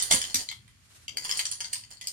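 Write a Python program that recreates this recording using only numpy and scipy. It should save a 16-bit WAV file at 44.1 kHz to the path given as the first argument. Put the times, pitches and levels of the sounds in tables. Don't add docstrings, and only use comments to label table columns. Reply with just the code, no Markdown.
import sys
import numpy as np
from scipy import signal
from scipy.fft import rfft, irfft
from scipy.io import wavfile
from scipy.ndimage import uniform_filter1d

SR = 44100
rng = np.random.default_rng(int(sys.argv[2]) if len(sys.argv) > 2 else 0)


def to_wav(sig):
    pcm = np.clip(np.atleast_2d(sig), -1, 1) * 32767
    pcm = np.round(pcm).astype(np.int16)
    wavfile.write(sys.argv[1], SR, pcm.T)


N = 93668

# [f/Hz, relative spectral level/dB]
HUM_SPECTRUM = [(25, -39.5), (43, -2.5), (108, 7.5), (167, -4.5), (237, -7), (454, -24.5), (600, -58)]
# [f/Hz, relative spectral level/dB]
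HISS_SPECTRUM = [(240, -71), (400, -33.5), (2030, -23.5), (2290, -22.5), (11900, -34), (15500, -57.5)]
HUM_DB, HISS_DB = -62.5, -66
# [t/s, rms level/dB]
RUSTLE_ENVELOPE = [(0.601, -91), (.8, -69.5), (.9, -59), (.96, -56), (1.074, -60.5)]
# [f/Hz, relative spectral level/dB]
RUSTLE_SPECTRUM = [(150, -41), (250, -5.5), (692, -8), (897, -11), (1180, -2), (1990, -4.5), (9390, -3.5),
                   (12800, -13.5), (15500, -39)]
RUB_S, RUB_SPREAD_S, RUB_DB, RUB_BAND_HZ = 1.183, 0.073, -63, (183, 600)

# [t/s, amplitude before envelope and room/dB, f/Hz, t60/s]
LANDINGS = [(.1105, -8.5, 710, 0.01), (.122, -37.5, 528.5, 0.2), (0.118, -36.5, 155.6, 0.1),
            (0.139, -24.5, 238, 0.043), (0.151, -32.5, 91, 0.047), (0.346, -29.5, 257.6, 0.045),
            (0.362, -44, 101, .12)]

# [f/Hz, relative level/dB]
TUBE_MODES = [(1030, -6), (1500, -23.5), (2050, 2), (2750, -39), (3200, 7.5), (3850, -34), (4750, 10.5),
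              (5300, 9), (6000, 10), (6800, 13.5), (8600, 6), (9300, 5.5), (10900, -6.5), (13200, -1.5)]
# [t/s, level/dB]
RATTLE_ENVELOPE = [(0.044, -39.5), (0.095, -45.5), (0.109, -27), (0.201, -42), (0.3, -43.5), (.335, -50),
                   (0.411, -38), (0.502, -70), (1.159, -86), (1.245, -40), (1.28, -44), (1.35, -40.5),
                   (1.585, -61), (1.6, -47), (1.654, -60.5), (1.718, -52), (1.885, -70), (1.911, -49),
                   (1.98, -72.5), (2.04, -52.5)]
TICKS_PER_S, TICK_SCATTER_DB = 1100, 3.5
# [t/s, peak level/dB, low-mode level/dB, high-mode
# level/dB, most strongly struck f/Hz]
TUBE_KNOCKS = [(0.0004, -17, -3, -1, 6300), (0.0229, -13, -5, 12.5, 10140), (0.1123, -3.5, 6, 12.5, 9100),
               (0.1233, -7.5, -35, 8, 10040), (0.1358, -15, 11.5, -18, 6960), (0.1465, -9.5, -11, 28, 8900),
               (0.1612, -21, 8, 10, 9050), (0.2156, -15, -3, 9, 3330), (0.2403, -19.5, 6, 10, 3100),
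               (0.3435, -9, -4.5, 15, 6000), (0.3526, -18.5, 0, 40, 8240), (0.356, -16.5, -12, -14.5, 5300),
               (0.4877, -20, 0.5, -1.5, 3370), (0.5136, -25, 9.5, 11, 3070), (0.6787, -44, 23.5, 22, 2900),
               (1.0806, -21.5, 2.5, 4.5, 3060), (1.1707, -17, 4, 12.5, 4480), (1.2525, -22.5, 7, 13, 5230),
               (1.293, -18.5, 13, 12.5, 4690), (1.3115, -15, -4, 5.5, 8770), (1.3227, -24.5, 6, -11, 2980),
               (1.3728, -15.5, -10.5, 12.5, 9100), (1.3918, -13, 10.5, 16, 4870),
               (1.4537, -17, -14, -7, 3550), (1.5139, -17, -1, 14, 9600), (1.5225, -23.5, -5.5, -6, 5070),
               (1.6047, -20.5, -1, 3.5, 6060), (1.6435, -27, 10, 4, 4700), (1.7296, -20, -4, 9.5, 9260),
               (1.7327, -13.5, -6, 12.5, 4920), (1.7553, -24.5, 12, 10, 4570), (1.8364, -34, 2, -7, 6800),
               (1.9703, -40, -8, 10, 4690), (2.0119, -26, -7, 4, 2050), (2.0712, -18, -11.5, 8, 4950)]
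# [f/Hz, relative spectral level/dB]
CRACK_SPECTRUM = [(600, -43), (1400, 3), (2030, 5.5), (8090, -6.5), (8940, 5.5), (13300, -56),
                  (16000, -46.5)]
SEGMENTS = 7
DETUNE, GRIP_DETUNE = .035, .025
MODE_SCATTER_DB, PORT_SCATTER_DB = 4, 4.5
LOW_HZ, HIGH_HZ = 3600, 7600
STRUCK_DB, STRUCK_OCTAVES = 8, .13
RING_T60_S = .028
CRACK_DB, CRACK_S = -3, .0004
CONTACT_S = .0003
CLUSTER_S, CHATTER_S, CHATTER_DB = .0018, .016, -15

# [f/Hz, left minus right level/dB]
PORT_COLOUR = [(250, -2), (700, -6), (2000, -5), (4400, 14), (8100, -10), (13000, -0.5)]
PORT_LAG_S = .0004
ROOM_DB, ROOM_T60_S, ROOM_TREBLE_T60_S = -1.5, .22, .23
WALL_S, WALL_SPREAD_S, WALL_DB = .0112, .0016, 5
TOP_HZ = 16300


def undb(db):
    return 10 ** (np.asarray(db) / 20)


def colour(x, table, share=1):
    hz, db = np.array(table).T
    n = x.shape[-1]
    f = np.maximum(np.arange(n // 2 + 1) * SR / n, 1)
    gain_db = np.interp(np.log(f), np.log(hz), db, left=db[0] - 4.0)
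    return irfft(rfft(x) * undb(share * gain_db), n)


def level(x, db):
    return x * undb(db) / np.sqrt(np.mean(x ** 2))


def walk(rate):
    k = int(SR / rate)
    smooth = uniform_filter1d(rng.standard_normal(N), k)
    return level(uniform_filter1d(smooth, k), 0)


def decay(t, t60):
    return np.exp(-np.log(1000) * t / t60)


def add(out, x, s):
    i = int(s * SR)
    out[..., i:i + x.shape[-1]] += x[..., :N - i]


def background():
    mid, side = colour(rng.standard_normal((2, N)), HUM_SPECTRUM)
    stereo_hum = mid + .4 * side * np.array([[1], [-1]])
    hum = level(stereo_hum, HUM_DB) * undb(2 * walk(6))
    hiss = level(colour(rng.standard_normal((2, N)), HISS_SPECTRUM), HISS_DB)
    return hum + hiss


def rustle():
    s, db = np.array(RUSTLE_ENVELOPE).T
    envelope_db = np.interp(np.arange(N) / SR, s, db, left=-120, right=-120)
    envelope = undb(envelope_db + 2.0 * walk(36))
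    return level(colour(rng.standard_normal((2, N)), RUSTLE_SPECTRUM), 0) * envelope


def rub():
    band = signal.butter(2, RUB_BAND_HZ, "band", fs=SR, output="sos")
    noise = signal.sosfilt(band, rng.standard_normal((2, N)))
    swell = np.exp(-((np.arange(N) / SR - RUB_S) / RUB_SPREAD_S) ** 2)
    return level(noise, RUB_DB) * swell * undb(4.9 * walk(34))


def thuds():
    out, t = np.zeros(N), np.arange(8000) / SR
    for s, db, hz, t60 in LANDINGS:
        wobble = np.cumsum(rng.standard_normal(len(t))) * 0.0034
        tone = np.sin(2 * np.pi * hz * t + wobble)
        onset = 1 - np.exp(-t / 0.003)
        add(out, undb(db) * tone * onset * decay(t, t60), s)
    return out


def ring_t60(hz):
    return RING_T60_S * np.sqrt(3000 / hz)


def rattle():
    out, t, groups = 0, np.arange(2000) / SR, 6
    s, level_db = np.array(RATTLE_ENVELOPE).T
    hz, db = np.repeat(np.array(TUBE_MODES), 3, axis=0).T
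    fades = decay(t, ring_t60(hz)[:, None])
    for _ in range(groups):
        u, mode = rng.random((2, N)), rng.standard_normal((3, len(hz)))
        tick_size = undb(-TICK_SCATTER_DB * np.log(1 - u[1]))
        ticks = (u[0] < TICKS_PER_S / groups / SR) * tick_size
        mode_hz = hz * (1 + DETUNE * mode[0])
        rings = np.sin(2 * np.pi * mode_hz[:, None] * t) * fades
        port_gains = undb(db + 2 * PORT_SCATTER_DB * mode[1:])
        out = out + signal.fftconvolve(ticks[None], port_gains @ rings, axes=1)[:, :N]
    return level(out, 0) * undb(np.interp(np.arange(N) / SR, s, level_db))


def strike_tilt(f, low_db, high_db, struck_hz):
    low = low_db / (1 + (f / LOW_HZ) ** 6)
    high = high_db / (1 + (HIGH_HZ / f) ** 8)
    struck = STRUCK_DB * np.exp(-(np.log2(f / struck_hz) / STRUCK_OCTAVES) ** 2)
    return low + high + struck


def contacts():
    u, train = rng.random((3, 60)), np.zeros(5000)
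    in_cluster = np.arange(60) < 9
    when = -np.log(1 - u[0]) * np.where(in_cluster, CLUSTER_S, CHATTER_S)
    size = np.where(in_cluster, .8, undb(CHATTER_DB)) * u[1] * np.sign(u[2] - .5)
    np.add.at(train, np.clip(when * SR, 0, 4999).astype(int), size)
    train[0] = 0.93
    return train


def knocks():
    out, t = np.zeros((2, N)), np.arange(3000) / SR
    hz, db = np.repeat(np.array(TUBE_MODES), SEGMENTS, axis=0).T
    hz = hz * (1 + DETUNE * rng.uniform(-0.82, 1, len(hz)))
    fades = decay(t, ring_t60(hz)[:, None]) * (1 - np.exp(-t / CONTACT_S))
    crack_t = t[:2048]
    crack_shape = crack_t * np.exp(-crack_t / CRACK_S)
    for s, peak_db, low_db, high_db, struck_hz in TUBE_KNOCKS:
        strike = low_db, high_db, struck_hz
        mode = rng.standard_normal((4, len(hz)))
        train = contacts()
        noise = rng.standard_normal((2, 2048))
        mode_hz = hz * (1 + GRIP_DETUNE * mode[0])
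        rings = np.sin(2 * np.pi * mode_hz[:, None] * t) * fades
        mode_db = db + strike_tilt(hz, *strike) + MODE_SCATTER_DB * mode[1]
        ring = undb(mode_db + PORT_SCATTER_DB * mode[2:]) @ rings
        ring /= np.abs(ring).max()
        spectrum = [(f, d + strike_tilt(f, *strike)) for f, d in CRACK_SPECTRUM]
        crack = colour((noise[0] + .5 * noise) * crack_shape, spectrum)
        ring[:, :1024] += undb(CRACK_DB) * crack[:, :1024] / np.abs(crack).max()
        hit = signal.fftconvolve(ring, train[None], axes=1)
        add(out, undb(peak_db) * hit / np.abs(hit).max(), s)
    return signal.sosfilt(signal.butter(3, 450, "high", fs=SR, output="sos"), out)


def room(x):
    t = np.arange(22000) / SR
    noise = rng.standard_normal((2, len(t)))
    low = signal.sosfilt(signal.butter(2, 3000, fs=SR, output="sos"), noise)
    tail = low * decay(t, ROOM_T60_S) + (noise - low) * decay(t, ROOM_TREBLE_T60_S)
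    tail *= np.clip(2 * t / WALL_S, 0, 1)
    tail *= 1 + undb(WALL_DB) * np.exp(-((t - WALL_S) / WALL_SPREAD_S) ** 2)
    tail *= undb(ROOM_DB) / np.sqrt(np.sum(tail ** 2, axis=1, keepdims=True))
    tail[0, int(PORT_LAG_S * SR)] += 1
    tail[1, 0] += 1
    return signal.fftconvolve(x, tail, axes=1)[:, :N]


def scene():
    tubes = room(knocks() + rattle())
    bumps = room(thuds()[None])
    left = colour(tubes[0], PORT_COLOUR, .5)
    right = colour(tubes[1], PORT_COLOUR, -.5)
    mixed_bumps = 0.67 * bumps + 0.35 * bumps.sum(axis=0)
    return np.array([left, right]) + mixed_bumps + rustle() + rub() + background()


def record(dry):
    low_pass = signal.ellip(10, .2, 80, TOP_HZ, fs=SR, output="sos")
    return signal.sosfilt(low_pass, np.tanh(dry))


dry = scene()
out = record(dry)
to_wav(out)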